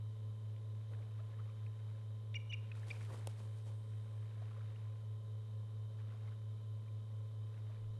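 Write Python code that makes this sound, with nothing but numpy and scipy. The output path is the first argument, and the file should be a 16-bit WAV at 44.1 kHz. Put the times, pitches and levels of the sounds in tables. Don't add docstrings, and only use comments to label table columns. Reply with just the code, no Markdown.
import sys
import numpy as np
from scipy import signal
from scipy.fft import rfft, irfft, next_fast_len
from scipy.io import wavfile
from scipy.ndimage import uniform_filter1d, map_coordinates

SR = 44100
rng = np.random.default_rng(int(sys.argv[2]) if len(sys.argv) > 2 else 0)


def bounce(signal):
    frames = np.transpose(np.atleast_2d(signal))
    limited = np.clip(frames, -1, 1)
    pcm = np.round(limited * 32767).astype(np.int16)
    wavfile.write(sys.argv[1], SR, pcm)


N = 352359


def amp(db):
    return 10 ** (np.asarray(db) / 20)


def unit(x):
    return x / np.sqrt(np.mean(x ** 2) + 1e-20)


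def along(points, hz):
    f, v = np.transpose(points)
    return np.interp(np.log(hz + 1), np.log(f + 1), v)


def wobble(rate):
    knots = rng.standard_normal(int(N * rate / SR) + 4)
    return map_coordinates(knots, [np.arange(N) * rate / SR])


def filtered(x, response):
    m = next_fast_len(N + SR // 2)
    return irfft(rfft(x, m) * response(np.fft.rfftfreq(m, 1 / SR)), m)[:N]


def coloured(x, spectrum):
    return unit(filtered(x, lambda hz: amp(along(spectrum, hz))))


def grains(rate, spread_db):
    impacts = (rng.random(N) < rate / SR) * rng.standard_normal(N)
    return unit(impacts * amp(spread_db * np.clip(rng.standard_normal(N), -2, 2)))


def add(track, s, sound):
    part = track[max(round(s * SR), 0):][:len(sound)]
    part += sound[:len(part)]


def swell(crest, db, build, ebb):
    t = np.arange(N) / SR - crest
    return amp(db) * np.exp(-(t / np.where(t < 0, build, ebb)) ** 2 / 2)


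def together(gains):
    return np.sqrt(sum(g ** 2 for g in gains))


def whistle(length, glide_hz, jitter, swell_db=0, octave_db=-26, third_db=-42, rasp=4):
    u = np.linspace(0, 1, max(int(length * SR), 8))
    pitch = np.interp(u, np.linspace(0, 1, len(glide_hz)), glide_hz)
    noise = rng.standard_normal((2, SR // 10))
    waver, shimmer = unit(uniform_filter1d(noise, size=24))[:, :len(u)]
    phase = 2 * np.pi * np.cumsum(pitch * (1 + jitter * waver)) / SR
    effort = np.abs(np.sin(np.pi * u)) ** .7
    overtones = amp(octave_db) * np.sin(2 * phase) + amp(third_db) * np.sin(3 * phase)
    overtones = overtones * effort ** 2 * (1 + 10 * rasp * jitter * shimmer)
    return amp(swell_db * (u - .5)) * effort * (np.sin(phase) + overtones)


# frequency_hz, relative density_db [dB per Hz]
HISS = [(25, -7.5), (50, -5), (85, -1.5), (135, -2), (170, -5), (300, -10), (520, -7.5), (700, -19.5),
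        (1050, -15.5), (1500, -25.5), (2600, -31), (5000, -32.5), (9000, -34), (12000, -35)]
# centre_hz, width_hz (at half amplitude), level_db (rms)
HISS_PEAKS = [(3063, 130, -84.5), (3697, 690, -81)]


def hiss(hiss_db=-66.0):
    out = amp(hiss_db) * coloured(rng.standard_normal(N), HISS)
    for centre, width, db in HISS_PEAKS:
        hump = filtered(rng.standard_normal(N), lambda hz: 1 / (1 + (2 * (hz - centre) / width) ** 2))
        out = out + amp(db) * unit(hump)
    return out


HUM_HZ = (107.45, 103.116)
HUM_DB = (-45, -60)
HUM_CREST_S = .04
# pitch_hz, level_db (rms), waver [0-1]
WHINES = [(211.7, -73.5, 1), (232.1, -79.5, 0.7), (367, -99, 0.8), (430, -72.5, 0.1), (543.6, -78, 0.94),
          (573.6, -81, 0.5), (649.6, -85.5, 0.4), (1029, -78, 0.06), (3117, -86.5, 0.3), (3827, -91, 0.2)]


def hum(drift=0.036, waver_rate=18):
    turn = 2 * np.pi * (np.arange(N) / SR - HUM_CREST_S)
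    out = sum(np.sqrt(2) * amp(db) * np.cos(hz * turn) for hz, db in zip(HUM_HZ, HUM_DB))
    out = out * (1 + drift * wobble(15))
    for hz, db, waver in WHINES:
        strength = 1 + 0.33 * waver * wobble(waver_rate)
        tone = np.sin(hz * turn + 1.32 * waver * wobble(waver_rate))
        out = out + amp(db) * unit(strength * tone)
    return out


# crest_s, level_db, build_s, ebb_s
GUST = (7.88, -60.5, .08, .35)


def wind():
    rumble = [(10, -13), (35, -4), (70, -15.5), (300, -37), (1500, -78.0)]  # Hz, dB
    return swell(*GUST) * coloured(rng.standard_normal(N), rumble)


def bubbles(centre_hz=1500, cycles=9, count=2800):
    out = np.zeros(N)
    for when, (pitch, size) in zip(rng.random(count), rng.standard_normal((count, 2))):
        start_hz = centre_hz * np.exp(.35 * pitch)
        u = np.linspace(0, 1, max(int(cycles * SR / start_hz), 8))
        ring = np.sin(2 * np.pi * cycles * u * (1 + 0.098 * u))
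        add(out, when * N / SR, amp(2 * min(size, 1.5)) * ring * np.sin(np.pi * u) * np.exp(-u))
    return unit(out)


# crest_s, relative level_db, build_s, ebb_s
WAVES = [(1.35, -74, .45, 0.5), (1.91, -74, 0.1, .1), (3.0, -67.5, 0.26, 0.31), (4.62, -70.5, 0.54, 0.23),
         (5.99, -71, .015, 0.034), (6.13, -69, 0.051, 0.046), (6.28, -70, 0.06, 0.066),
         (7.58, -73.5, 0.06, 0.045), (7.7, -72.5, 0.041, 0.11)]
RIPPLE_DB = -78
# frequency_hz, relative density_db [dB per Hz]
WASH = [(150, -10), (500, -1), (1200, -7.5), (2400, -13), (4500, -18.5), (9000, -30.5)]
# frequency_hz, relative density_db [dB per Hz]
DROPLETS = [(500, -16), (1100, -3), (1700, 0), (2600, -2), (3500, -12), (6000, -30)]
DROPLET_RATE, DROPLET_DB = 350, -8
# start_s, level_db (near the peak), centre_hz, length_s
SPLASHES = [(1.184, -65, 1294, 0.027), (1.193, -62, 647, 0.027), (1.329, -68, 1740, 0.019),
            (1.387, -59, 1250, 0.022), (1.392, -70, 1850, 0.013), (1.487, -64, 1200, .012),
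            (1.662, -61, 2320, 0.0087), (4.419, -54, 637, 0.0094), (4.424, -70, 1790, 0.0093),
            (4.508, -64, 1240, .014), (4.54, -69, 1490, 0.014), (4.561, -60.5, 1150, 0.01),
            (4.573, -61, 550, 0.019), (4.604, -63, 1290, 0.013), (4.758, -62, 2650, 0.0072),
            (5.983, -68, 1750, 0.015), (6.139, -64, 680, .015), (6.276, -65, 2100, .012),
            (6.877, -71, 2410, 0.016), (7.575, -71, 1470, .014), (7.691, -64, 660, 0.023)]
BUBBLE_RISE, SPLASH_JITTER = (.86, 1.14), .12


def water(wash_db=-2.5, bubble_db=-3.5):
    lap = together([swell(*wave) for wave in WAVES] + [amp(RIPPLE_DB)])
    wash = amp(wash_db) * coloured(grains(rate=2500, spread_db=1), WASH)
    bubbling = amp(bubble_db) * np.sqrt(lap / lap.max()) * bubbles()
    droplets = amp(DROPLET_DB) * coloured(grains(rate=DROPLET_RATE, spread_db=2.5), DROPLETS)
    out = lap * (wash + bubbling + droplets)
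    for s, db, centre_hz, length in SPLASHES:
        add(out, s, amp(db) * whistle(length, centre_hz * np.array(BUBBLE_RISE), SPLASH_JITTER, rasp=0))
    return out


SHUFFLE_RISE_S = 0.017


def shuffle(s, fade):
    t = np.arange(N) / SR - s
    return np.exp(-np.where(t < 0, (t / SHUFFLE_RISE_S) ** 2 / 2, t / fade))


# peak_s, fade_s (time constant), crackle_db, relative bump_db
SHUFFLES = [(0.93, 0.035, -83, -57.5), (1.0, 0.072, -91, -63), (2.771, 0.12, -72, -67),
            (2.89, 0.18, -66.5, -60), (3.03, 0.096, -71, -62), (3.109, 0.051, -82, -49),
            (3.143, 0.07, -66, -58), (3.3, 0.031, -68.5, -66), (3.395, 0.092, -70, -57),
            (3.58, 0.036, -75.5, -67), (3.679, 0.042, -70, -58)]
# frequency_hz, relative density_db [dB per Hz]
CRACKLE = [(900, -18), (1800, 5), (3500, 8), (6000, 3.5), (9000, 4.5), (12000, -4)]
# frequency_hz, relative density_db [dB per Hz]
BUMP = [(30, 1), (150, 5.5), (300, -2.5), (480, 7), (700, -3.5), (950, -2), (1500, -12), (3000, -23.5),
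        (6000, -29)]
# crest_s, level_db, build_s, ebb_s
SETTLING = (3.7, -82, .5, .45)
# frequency_hz, relative density_db [dB per Hz]
SETTLING_COLOUR = [(1500, -10), (4000, -8), (7000, -9), (8800, 4), (10200, -8), (12000, -12)]


def rustle(bump_db=-3):
    pushes = [(shuffle(s, fade), fine_db, dull_db) for s, fade, fine_db, dull_db in SHUFFLES]
    crackle = together(amp(db) * push for push, db, _ in pushes)
    bump = together(amp(db) * push for push, _, db in pushes)
    fine = coloured(grains(rate=10000, spread_db=-6), CRACKLE)
    dull = coloured(grains(rate=4500, spread_db=4.0), BUMP)
    settling = swell(*SETTLING) * coloured(grains(rate=11000, spread_db=-0.5), SETTLING_COLOUR)
    return crackle * fine + amp(bump_db) * bump * dull + settling


def burst(length, centre_hz, sharpness):
    hz = np.fft.rfftfreq(SR // 5, 1 / SR) + 1
    u = np.linspace(0, 1, max(int(length * SR), 8))
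    band = 1 / (1 + (sharpness * (hz / centre_hz - centre_hz / hz)) ** 2)
    noise = irfft(rfft(rng.standard_normal(SR // 5)) * band)[:len(u)]
    return unit(noise) * np.sin(np.pi * u) * np.exp(-u)


# crest_s, level_db, build_s, ebb_s (its sign has no effect)
SCRAPE = (3.5, -79, 0.32, -0.1)
# start_s, level_db (rms before the envelope), centre_hz
STEMS = [(0.562, -63, 2400), (.934, -58.5, 1580), (.946, -62, 1900), (1.022, -66, 2100), (1.191, -69, 1570),
         (1.497, -64, 2500), (2.751, -57.5, 1600), (2.765, -66, 2600), (2.927, -60, 1200),
         (3.008, -54.5, 1900), (3.048, -58, 2200), (3.142, -53, 1050), (3.21, -60, 1800),
         (3.309, -66, 2700)]
STEM_S = 0.0064


def stems():
    colour = [(400, -22), (1100, 1), (2200, -4), (3800, -10), (6000, -20)]  # Hz, dB per Hz
    out = swell(*SCRAPE) * coloured(grains(rate=860, spread_db=-4), colour)
    for s, db, centre_hz in STEMS:
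        add(out, s, amp(db) * burst(STEM_S, centre_hz, sharpness=2.2))
    return out


# start_s, level_db, crack_db (relative to level_db)
SNAPS = [(3.2722, -39, -3.5)]
# pitch_hz, level_db (relative to the snap), t60_s
TWIG = [(333, -7, 0.02), (545, -2, 0.03), (880, -4, 0.017), (2640, -10, 0.0087), (3320, -1, 0.005),
        (5400, -6.5, 0.0079), (9100, 3, 0.002)]


def twig(crack_t60=0.012):
    out, t = np.zeros(N), np.arange(SR // 10) / SR
    for s, db, crack_db in SNAPS:
        ring = np.zeros(len(t))
        for k, (hz, level, t60) in enumerate(TWIG):
            direction = (-1) ** k
            ring += direction * amp(level - 60 * t / t60) * np.sin(2 * np.pi * hz * t)
        crack = amp(crack_db - 60 * t / crack_t60) * rng.standard_normal(len(t))
        add(out, s, amp(db) * (ring + crack))
    return out


# delay_s, level_db (relative to the call), spread_s
ECHOES = [(.019, -25, .004), (.046, -19, .01), (.105, -24.5, .016)]
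# frequency_hz, t60_s
SHORE = [(500, .6), (2500, 0.69), (8000, .23)]


def shore(x, tail_db=-23, delay=.03, size=640):
    frames = dict(fs=SR, nperseg=size, noverlap=size - size // 4)
    hz, t, z = signal.stft(x, **frames)
    lag = t[t < 1]
    shares = lambda power: (power / power.sum(axis=-1, keepdims=True))
    decay = (lag > delay) * amp(-60 * lag / along(SHORE, hz)[:, None]) ** 2
    answer = amp(tail_db) ** 2 * shares(decay)
    for s, db, spread in ECHOES:
        answer = answer + amp(db) ** 2 * shares(np.exp(-((lag - s) / spread) ** 2))
    power = np.abs(signal.fftconvolve(np.abs(z) ** 2, answer, axes=1)[:, :len(t)])
    scatter = signal.stft(rng.standard_normal(N), **frames)[2]
    return signal.istft(np.sqrt(power) * scatter / scatter.std(), **frames)[1][:N]


# start_s, length_s, upper_hz, upper_db, upper_octave_db, lower_hz, lower_db,
# lower_octave_db, lower_swell_db (start to end), catch_db, catch_s, waver [share of pitch]
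CHIRPS = [(2.3418, 0.031, 2840, -44, -13.5, 2355, -43.5, -32, 4, -49, 0.0032, 0.01),
          (2.5235, 0.022, 2804, -42, -20, 2465, -44.5, -30, 5, -50, 0.0033, 0.019),
          (2.9013, 0.015, 2720, -57, -20, 2370, -41.5, -17, -18, -50, .006, 0.011)]
UPPER_GLIDE = (.94, .975, .995, 1.005, 1.012, 1.008, .99)
LOWER_GLIDE = (1.025, 1.025, 1.012, .995, .975, .955, .935)
UPPER_SWELL_DB = -1
UPPER_SHARE, LOWER_SHARE = .88, .8
VOICE_LAG_S = .0042
SQUEAK_HZ = (1100, 2400, 3450, 3550, 3500, 3300)
CRACK_HZ, CRACK_LAG_S, CRACK_S = (2700, 2450, 2200, 2300), .0028, .003
CRACK_DB = 6
# start_s, length_s, level_db, swell_db, octave_db, successive pitch_hz
PEEP = [(2.4924, 0.027, -49.5, 9, -15.5, (2800, 2920, 2970, 2970, 2930, 2830, 2680)),
        (2.516, 0.0086, -50, 0, -35, (2480, 2400, 2100))]
# start_s, length_s, pitch_hz, level_db
CLUCKS = [(2.715, 0.0077, 2450, -48), (2.8305, .007, 1950, -56)]
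CLUCK_GLIDE, CLUCK_JITTER = (.45, .9, 1.03, 1.03, 1.02, .85), .12


def osprey():
    out = np.zeros(N)
    for (s, length, upper_hz, upper_db, upper_octave_db, lower_hz, lower_db, lower_octave_db,
         lower_swell_db, catch_db, catch_s, waver) in CHIRPS:
        upper_glide_hz = upper_hz * np.array(UPPER_GLIDE)
        lower_glide_hz = lower_hz * np.array(LOWER_GLIDE)
        upper = whistle(UPPER_SHARE * length, upper_glide_hz, waver, UPPER_SWELL_DB, upper_octave_db)
        lower = whistle(LOWER_SHARE * length, lower_glide_hz, waver, lower_swell_db, lower_octave_db)
        squeak = whistle(catch_s, SQUEAK_HZ, jitter=0.032)
        crack = whistle(CRACK_S, CRACK_HZ, jitter=.05)
        add(out, s, amp(catch_db) * squeak)
        add(out, s + CRACK_LAG_S, amp(catch_db + CRACK_DB) * crack)
        add(out, s + VOICE_LAG_S, amp(upper_db) * upper)
        add(out, s + VOICE_LAG_S + (1 - LOWER_SHARE) * length, amp(lower_db) * lower)
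    for s, length, db, swell_db, octave_db, glide_hz in PEEP:
        peep = whistle(length, glide_hz, jitter=.003, swell_db=swell_db, octave_db=octave_db)
        add(out, s, amp(db) * peep)
    for s, length, hz, db in CLUCKS:
        glide_hz = hz * np.array(CLUCK_GLIDE)
        cluck = whistle(length, glide_hz, CLUCK_JITTER, octave_db=-42, third_db=-60, rasp=0)
        add(out, s, amp(db) * cluck)
    return out


def scene():
    bird = osprey()
    nest = rustle() + stems() + twig()
    background = water() + hum() + hiss() + wind()
    return (bird + shore(bird) + nest + background)[None]


TOP_HZ = 12050


def record(dry):
    return filtered(dry[0], lambda hz: 1 / np.sqrt(1 + (hz / TOP_HZ) ** 120))[None]


dry = scene()
out = record(dry)
bounce(out)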